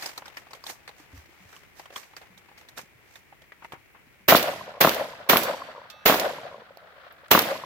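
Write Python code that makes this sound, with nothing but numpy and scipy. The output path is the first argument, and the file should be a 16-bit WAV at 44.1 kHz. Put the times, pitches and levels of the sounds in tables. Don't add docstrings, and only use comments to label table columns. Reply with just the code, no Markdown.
import sys
import numpy as np
from scipy import signal
from scipy.io import wavfile
from scipy.ndimage import uniform_filter1d

SR = 44100
rng = np.random.default_rng(int(sys.argv[2]) if len(sys.argv) > 2 else 0)


def inscribe(sig):
    pcm = np.round(np.clip(np.atleast_2d(sig).T, -1, 1) * 32767)
    wavfile.write(sys.argv[1], SR, pcm.astype(np.int16))


N = 337365
HZ = np.fft.rfftfreq(512, 1 / SR)[:, None]

# pitch_hz, density_db (per Hz)
AIR_SPECTRUM = [(12, -37), (20, 1), (44, -9), (86, -3), (287, -16), (350, -9), (437, -13.5), (745, -20.5),
                (1040, -24.5), (2230, -9), (3580, -28.5), (9840, -31), (15000, -26), (16300, -26.5)]
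# pitch_hz, likeness (-1 to 1)
AIR_LIKENESS = [(60, 0.024), (240, 0.17), (950, 0.34), (3770, -0.11), (15000, -0.3)]
# peak_s, level_db, rise_s (per 20 dB), fall_s (per 20 dB)
SWISHES = [(.06, -38.5, 0.12, 0.093), (.19, -67, .04, 0.11), (.38, -52.5, .03, 0.052),
           (0.701, -36.5, 0.047, 0.022), (.99, -58.5, .04, 0.1), (1.17, -57.5, 0.057, 0.12),
           (1.55, -58.5, 0.26, 0.15), (1.79, -53, 0.042, .08), (1.968, -45.5, 0.042, 0.12),
           (2.18, -59, 0.02, 0.076), (2.59, -59, 0.016, 0.064), (2.778, -41, 0.012, 0.057),
           (3.16, -57.5, 0.12, 0.074), (3.65, -55.5, 0.024, 0.021), (3.73, -59.5, 0.024, 0.047)]
# time_s, level_db
RUSTLE = [(0, -51.5), (.6, -59.5), (1.4, -60.5), (2, -62.5), (2.7, -63), (3.3, -65.5), (4.25, -65.5)]
# pitch_hz, density_db (per Hz)
GRASS_SPECTRUM = [(88, -53), (150, -10), (679, -1.5), (810, -0.5), (1320, -3), (2000, 0), (2730, -4.5),
                  (3390, -9), (9980, -26), (15100, -24.5), (16300, -56)]
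# start_s, level_db, body_hz, treble_db, t60_s, pan_db
SCUFFS = [(0.024, -28, 1920, -2, 0.1, 2), (0.06, -27, 780, 3.5, 0.046, -2),
          (0.092, -38, 1710, -2, 0.048, 8), (0.177, -27.5, 1020, -0.5, 0.055, 0),
          (0.221, -28.5, 980, -45, 0.03, 1), (0.257, -36, 1470, -7, 0.1, 0),
          (0.28, -36, 820, -4, 0.049, -1), (0.37, -27, 1724, -11, 0.059, 1.5),
          (0.468, -40.5, 834, -29, 0.035, 2), (0.508, -39.5, 800, -7, 0.085, 1),
          (0.533, -30.5, 1074, -6, 0.049, 1), (0.549, -40.5, 610, -4, 0.11, -2),
          (0.639, -34.5, 1100, -1.5, 0.034, 2), (0.666, -34, 830, 3.5, 0.056, 1),
          (0.699, -38.5, 840, 4.5, 0.2, 0), (0.877, -30.5, 1750, -8.5, 0.045, 1.5),
          (0.89, -34.5, 830, -8, 0.046, -1), (0.999, -53, 900, -4, 0.053, -1),
          (1.528, -42.5, 1400, -35, 0.15, 6), (1.564, -43, 1090, -1, 0.055, 3),
          (1.796, -33.5, 790, -12, 0.053, 3), (1.857, -35, 940, -12, 0.042, -2),
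          (1.904, -36.5, 563, -16, 0.05, 0), (1.925, -40.5, 510, -16, 0.12, 2),
          (1.96, -27, 1100, -4.5, 0.085, 0), (2.031, -44.5, 2360, -10, 0.076, 12),
          (2.135, -40.5, 880, -21, 0.038, 0), (2.166, -34, 1670, -5.5, 0.071, -4),
          (2.214, -40.5, 800, -15, 0.16, 0), (2.377, -51.5, 836, 4.5, 0.077, -9),
          (2.487, -43, 800, -20, 0.06, 0), (2.515, -40.5, 830, -29, 0.023, 1),
          (2.577, -45, 2090, -1.5, 0.1, 1), (2.611, -44.5, 640, -12, 0.086, -1),
          (2.687, -42.5, 1890, 2, 0.059, -2), (2.775, -31, 1360, -4, 0.053, 0),
          (2.789, -28, 780, -26, 0.052, 1), (3.156, -38, 1840, -5.5, 0.051, 2),
          (3.325, -39, 795, -41, 0.043, 0), (3.419, -45, 563, -4, 0.047, -2),
          (3.52, -33, 1950, -23, 0.039, 4), (3.622, -38, 1050, -35, 0.093, 2),
          (3.646, -29, 945, -35, 0.048, 3), (3.721, -27.5, 910, -13, 0.04, 2),
          (3.733, -35, 1030, -33, 0.13, 4), (3.947, -45.5, 1030, -39, 0.23, 3.5)]
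# start_s, level_db, pitch_hz, t60_s
THUDS = [(1.129, -36, 83, 0.18), (1.171, -31.5, 79, 0.12), (1.132, -47, 271, 0.16), (1.401, -51, 187, 0.23),
         (1.452, -38.5, 94, 0.063), (2.299, -49, 185, 0.16), (2.36, -51.5, 187, 0.12),
         (2.832, -39.5, 202, 0.027), (2.949, -44, 119, 0.056), (3.733, -29, 140, 0.019),
         (3.734, -26, 340, 0.013), (4.069, -43, 249, 0.034), (4.2, -54, 191, 0.17), (1.0, -44, 300, 0.058),
         (1.29, -46, 350, 0.051), (6.772, -22.5, 680, 0.0092)]
# start_s, blast_db, near_echoes_db, far_echoes_db, pan_db (blast),
# near_boom_db (extra boom in near echoes), punch (0-1, early burst), far_crack_db (extra, far echoes)
SHOTS = [(4.2832, -7, 4, -6, -2.5, 8.5, 0, 3), (4.807, -11.5, -0.5, -7.5, -2, 7, 0.66, 2),
         (5.2924, -10.5, -0.5, -7, -2.5, 4, 0.53, 6.5), (6.057, -9.5, -5, -3.5, -3, 8.5, 0.09, -0.5),
         (7.31, -9, 1.5, -7.5, -2.5, 1.5, 0.96, 5)]
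# pitch_hz, density_db (per Hz)
BLAST_SPECTRUM = [(30, -45), (70, -18.5), (130, -17.5), (250, -1.5), (500, 3.5), (860, 2), (1110, 1.5),
                  (1740, 0), (2500, -3), (3520, -3.5), (5000, -9.5), (6270, -11), (8910, -25), (12700, -7),
                  (15300, 0.5), (16300, -37.5)]
# pitch_hz, t60_s
BLAST_T60 = [(60, 0.18), (250, 0.61), (700, 0.35), (2000, 0.43), (5000, 0.32), (9000, 0.31), (14000, 0.34)]
# pitch_hz, density_db (per Hz)
WOODS_SPECTRUM = [(30, -67), (80, -34.5), (170, -11), (400, -22.5), (700, -5), (1300, -21.5), (2000, -5),
                  (4000, -9), (6500, -14), (9000, -17), (13000, -10.5), (16300, -30.5)]
# pitch_hz, t60_s
WOODS_T60 = [(60, 3.85), (250, 0.51), (700, 1.45), (2000, 0.86), (5000, 0.77), (9000, 0.61), (14000, 0.56)]
# pitch_hz, likeness (-1 to 1)
SHOT_LIKENESS = [(60, 0.54), (180, 1), (550, 0.86), (1650, -0.088), (4970, -0.033), (15000, -0.077)]
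# delay_s (after the shot), level_db, crack_db (over boom)
ECHOES = [(0.0395, -1.8, 5.7), (0.0455, -9.3, 5.4), (0.0652, -4.1, 10.1), (0.0855, -14, 2), (0.1, -16, 0),
          (0.1461, -20, -6), (0.1624, -17.4, -12), (0.1925, -16, -8), (0.2088, -14.6, -8),
          (0.218, -16.7, -16), (0.2459, -22, -7), (0.2537, -20.8, -6), (0.2785, -25.8, -11),
          (0.3109, -32, -3), (0.3293, -24.8, 4), (0.3974, -26.6, -12), (0.4595, -34, -3), (0.4697, -34, -2),
          (0.4885, -29.2, -6), (0.4971, -33, -9), (0.5264, -35.5, -6), (0.5643, -37, -4),
          (0.6518, -37.6, -17), (0.771, -41, -8), (0.793, -44, -8), (0.826, -46, -6), (0.908, -43, -8),
          (0.926, -43, -8), (1.011, -45, -6), (1.179, -45, -5)]
# level_db, fall_db_per_s, late_db, late_fall_db_per_s
ROLL_BANDS = [(-29, 80, -66.5, 9), (-29.5, 51.5, -59, 7.5), (-29.5, 45, -57.5, 5)]
# delay_s (after the shot), spread_s, boom_lift_db, upper_lift_db
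BANKS = [(.08, .015, 8, 9), (.195, 0.047, 18.5, 11), (.4, .04, 7.5, 5), (.57, .025, -2, 4.5),
         (.79, .04, 7.5, 2), (.97, 0.17, 10, 10.5), (1.2, 0.058, 4, 7)]
# start_s, level_db, ring_hz, treble_db (over ring), t60_s, pan_db
CLACKS = [(4.3544, -17, 4000, -4, 0.073, -8), (4.3645, -18, 3080, 1, 0.11, 0),
          (4.428, -19.5, 3650, 1.5, 0.02, -4), (4.8932, -13, 3520, -4, 0.013, -3),
          (4.9447, -30, 3300, 2.5, 0.044, -4), (5.3702, -9.5, 3080, 0.5, 0.012, -6.5),
          (5.4322, -31.5, 4600, 5.5, 0.085, -9), (5.9, -41, 3650, -11, 0.069, -7),
          (6.197, -20, 3880, -1.5, 0.034, -2), (6.7721, -55, 3270, -3, 0.015, -23),
          (7.1238, -66.5, 3070, 15, 0.023, -6), (7.283, -54, 5850, -10, 0.012, -6),
          (7.391, -8.5, 3430, -1, 0.016, -2.5), (7.4188, -30, 6070, 8, 0.035, -4)]
# pitch_hz, level_db, t60_s
STRUCK_MODES = [(1690, -40, .7), (4527, -41, .8), (5700, -48, .7), (6648, -46, .32), (7122, -56, .6),
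                (7693, -42, .48), (7924, -54, .75), (9286, -44, .14), (9582, -48, .35), (10610, -33, .19),
                (11540, -42, .33), (12520, -24, .14), (12860, -43, .25), (13790, -32, .14),
                (14790, -41, .22)]
# pitch_hz, level_db, t60_s
TOPPLED_MODES = [(861, -60, .9), (1233, -55, 1.), (1739, -64, .26), (2627, -57, 1.2), (3241, -63, .5),
                 (3526, -56, .5), (3854, -62, .8), (3957, -70, 1.), (4377, -60, .4), (5249, -78, 1.5),
                 (5690, -71, 1.5), (6228, -76, 1.5), (8215, -72, .15), (12600, -61, .16)]

AIR_DB = -58.5
SWISH_TREBLE_DB, SWISH_PAN_DB = -2, -5
RUSTLE_TREBLE_DB, RUSTLE_PAN_DB = -14, 6
TICK_DB = 6
ECHO_PAN_DB = 2.5
ROLL_RISE_S, ROLL_PAN_DB = 0.038, 1.5
LESSER_DB, LESSER_FALL_DB_PER_S, LESSER_CRACK_DB = -24.5, 25, -4
STRUCK_S, TOPPLED_S = 5.372, 5.902
EDGE_HZ = 16250


def amp(db):
    return 10 ** (np.asarray(db, float) / 20)


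def read(points, hz):
    f, value = np.transpose(points)
    return np.interp(np.log(hz + 1), np.log(f + 1), value)


def level(points):
    gain = amp(read(points, HZ))
    return gain / np.sqrt(np.mean(gain ** 2))


def bell(hz, octaves):
    pitches = np.geomspace(30, 20000, num=60)
    return level([(f, -6 * (np.log2(f / hz) / octaves) ** 2) for f in pitches])


def add(mix, s, sound, pan_db):
    part = mix[:, round(s * SR):][:, :sound.shape[-1]]
    panned = sound * amp([[pan_db / 2], [-pan_db / 2]])
    part += panned[:, :part.shape[1]]


def frames(size):
    return np.arange(size // 128 + 5) * 128 / SR


def noise(size, gain, likeness):
    a, b, c, d = rng.standard_normal((len(frames(size)), len(HZ), 4)).T
    same = np.clip(read(likeness, HZ), -1, 1)
    left = a + 1j * b
    right = same * left + np.sqrt(1 - same ** 2) * (c + 1j * d)
    spectra = np.array([left, right]) * gain
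    return signal.istft(spectra, nperseg=512, noverlap=384)[1][:, :size] / 13


def patches(size, depth_db, count):
    field = rng.standard_normal((len(frames(size)), len(HZ))).T
    field = uniform_filter1d(field, size=12, axis=0)
    return depth_db * uniform_filter1d(field, size=count, axis=1)


def air():
    colour = level(AIR_SPECTRUM) * amp(patches(N, 9.0, count=12))
    return amp(AIR_DB) * noise(N, colour, AIR_LIKENESS)


def tilt(treble_db):
    airy_db = 3.3 * np.exp(-(np.log2((HZ + 1) / 14000) / 0.1) ** 2)
    treble = np.clip(np.log2((HZ + 1) / 3000), 0, 1)
    return level(GRASS_SPECTRUM) * amp(treble * (treble_db + 15.0) + airy_db)


def grass():
    t = frames(N)
    swish = sum(amp(db - 20 * np.maximum((s - t) / rise_s, (t - s) / fall_s))
                for s, db, rise_s, fall_s in SWISHES)
    rustle = amp(np.interp(t, *np.transpose(RUSTLE), right=-120))
    out = np.zeros((2, N))
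    for gain, treble_db, pan_db in ((swish, SWISH_TREBLE_DB, SWISH_PAN_DB),
                                    (rustle, RUSTLE_TREBLE_DB, RUSTLE_PAN_DB)):
        flicker = amp(3.17 * rng.standard_normal(len(t)))
        add(out, 0, noise(N, gain * flicker * tilt(treble_db), AIR_LIKENESS), pan_db)
    return out


def scuffs():
    out, t = np.zeros((2, N)), np.arange(6144) / SR
    for s, db, hz, treble_db, t60, pan_db in SCUFFS:
        tick_hz = rng.uniform(2900, 5150)
        colour = np.hypot(1.054 * tilt(treble_db), bell(hz, 0.5))
        crunch = amp(3.6 * uniform_filter1d(rng.standard_normal(len(t)), size=40))
        envelope = amp(-60 * t / t60) * (1 - np.exp(-t / .0009))
        scuff = noise(len(t), colour, SHOT_LIKENESS) * crunch * envelope
        tick = noise(len(t), bell(tick_hz, .15), AIR_LIKENESS) * amp(-60 * t / .03)
        tick *= amp(TICK_DB + treble_db)
        knock = 0.92 * np.sin(2 * np.pi * hz * t) * amp(-60 * t / 0.038)
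        add(out, s, amp(db - 8.0) * (scuff + tick + knock), pan_db)
    return out


def thuds():
    out, t = np.zeros((2, N)), np.arange(6144) / SR
    for s, db, hz, t60 in THUDS:
        onset = 1 - np.exp(-t * hz / 0.65)
        add(out, s, amp(db - 60 * t / t60) * np.sin(2 * np.pi * hz * t) * onset, 0)
    return out


def blast(size, punch):
    t, at = frames(size), np.arange(size) / SR
    near = level(BLAST_SPECTRUM) * amp(-60 * t / read(BLAST_T60, HZ))
    lumps = amp(-13.0 + patches(size, 13.0, count=2))
    trees = lumps * level(WOODS_SPECTRUM) * amp(-60 * t / read(WOODS_T60, HZ))
    swell = np.clip(at / 0.0084, 0, 1) ** 2.25
    front = 1 + punch * np.exp(-((at - .012) / 0.0052) ** 2)
    crackle = amp(11.0 * uniform_filter1d(rng.standard_normal(size), size=30))
    return noise(size, np.hypot(near, trees), SHOT_LIKENESS) * swell * front * crackle


def wave(start_hz, end_hz, fall_s, fade_s, rise_s):
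    t = np.arange(1800) / SR
    hz = end_hz + (start_hz - end_hz) * np.exp(-t / fall_s)
    envelope = np.exp(-t / fade_s) * (1 - np.exp(-t / rise_s)) ** 2
    swing = np.sin(2 * np.pi * np.cumsum(hz) / SR) * envelope
    return swing / abs(swing).max()


def lesser(count):
    place, weakness = rng.random((count, 2)).T
    delay = 0.078 + (.6 - 0.078) * place
    return [(s, LESSER_DB - LESSER_FALL_DB_PER_S * s - 4.0 * weak, LESSER_CRACK_DB)
            for s, weak in zip(delay, weakness)]


def roll(size, lumps_db, far_crack_db):
    t = frames(size)
    bass_db, boom_db, upper_db = [
        10 * np.log10(amp(db - fall_db * t) ** 2 + amp(late_db - slow_db * t) ** 2)
        for db, fall_db, late_db, slow_db in ROLL_BANDS]
    delay, spread, *lifts_db = np.transpose(BANKS)
    arrivals = np.exp(-((t - delay[:, None]) / spread[:, None]) ** 2)
    boom_lift_db, upper_lift_db = np.array(lifts_db) @ arrivals
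    bass = amp(bass_db + lumps_db[0]) * bell(260, 1.0)
    boom = amp(boom_db + boom_lift_db + lumps_db[1]) * bell(626, 0.35)
    upper_colour = np.hypot(bell(1400, 0.49), 0.38 * bell(3060, 0.54))
    upper = amp(upper_db + upper_lift_db + .5 * far_crack_db + 0.87 * lumps_db[2]) * upper_colour
    rise = np.minimum(t / ROLL_RISE_S, 1)
    return noise(size, rise * np.sqrt(bass ** 2 + boom ** 2 + upper ** 2), SHOT_LIKENESS)


def landscape(size, echoes, lumps_db, near_boom_db, far_crack_db):
    near, far = np.zeros((2, size)), np.zeros((2, size))
    for delay, db, crack_db in echoes:
        spread = amp(.5 * rng.standard_normal(3))
        waver_db = 1.5 * rng.standard_normal()
        blur = np.clip((delay - .07) / .08, 0, 1)
        rise_s = 0.00028 + 0.00298 * blur
        thump = wave((320 - 90 * blur) * spread[0], 200 * spread[0], 0.0039, 0.0025, 0.00069)
        thump *= amp(-9.5 - 19.0 * blur)
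        boom = wave((800 - 200 * blur) * spread[1], 570 * spread[1],
                    0.0012, 0.0021 + 0.00041 * blur, rise_s)
        crack = wave((1450 - 250 * blur) * spread[2], 1000 * spread[2],
                     0.0012, 0.0017 + 0.00033 * blur, rise_s)
        share = amp(crack_db)
        boom *= amp(near_boom_db * (1 - blur))
        crack *= share * amp(far_crack_db * blur)
        sound = amp(db + waver_db) * (thump + (boom + crack) / np.hypot(1, share))
        add(far if blur else near, delay + 0.00094 * (1 - blur) - rise_s, sound, ECHO_PAN_DB)
    add(far, 0, roll(size, lumps_db, far_crack_db), ROLL_PAN_DB)
    return near, far


def shots():
    out, size = np.zeros((2, N)), round(1.4 * SR)
    lumps = rng.standard_normal((len(frames(size)), 3))
    lumps_db = 5.9 * uniform_filter1d(lumps, size=3, axis=0).T
    echoes = ECHOES + lesser(count=12)
    for s, blast_db, near_db, far_db, pan_db, near_boom_db, punch, far_crack_db in SHOTS:
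        near, far = landscape(size, echoes, lumps_db, near_boom_db, far_crack_db)
        add(out, s - .005, amp(blast_db) * blast(size, punch), pan_db)
        add(out, s, amp(near_db) * near + amp(far_db) * far, 0)
    return out


def clacks():
    out, t = np.zeros((2, N)), np.arange(2048) / SR
    for s, db, hz, treble_db, t60, pan_db in CLACKS:
        colour = np.hypot(bell(hz, 0.78), amp(treble_db) * bell(13200, 0.29))
        envelope = amp(-60 * t / t60) * (1 - np.exp(-t / 0.00022))
        add(out, s, amp(db + 0.5) * noise(len(t), colour, AIR_LIKENESS) * envelope, pan_db)
    return out


def steel():
    out, t = np.zeros((2, N)), np.arange(SR) / SR
    for s, modes, pan_db in ((STRUCK_S, STRUCK_MODES, 1.0), (TOPPLED_S, TOPPLED_MODES, -5.0)):
        for hz, db, t60 in modes:
            ring = np.sin(2 * np.pi * (hz * t + rng.random()))
            add(out, s, amp(1.5 + db - 60 * t / t60) * ring, pan_db)
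    return out


def scene():
    return amp(5.0) * (shots() + clacks() + steel()) + scuffs() + thuds() + grass() + air()


def record(dry):
    power_db = 10 * np.log10(abs(uniform_filter1d((dry ** 2).mean(0), size=800)) + 1e-12)
    fall_db = np.arange(N) * 21.2 / SR
    held_db = np.maximum.accumulate(power_db + fall_db) - fall_db
    over_db = np.maximum(held_db + 37.5, 0)
    ducked = dry / amp(0.21 * uniform_filter1d(over_db, size=300))
    highpass = signal.butter(2, 48, "high", fs=SR, output="sos")
    thin = signal.sosfilt(highpass, ducked)
    soft = np.tanh(thin ** 3 / 3 + thin)
    lowpass = signal.firwin(511, EDGE_HZ, window=("kaiser", 9), fs=SR)
    return signal.oaconvolve(soft, lowpass[None], "same")


dry = scene()
out = record(dry)
inscribe(out)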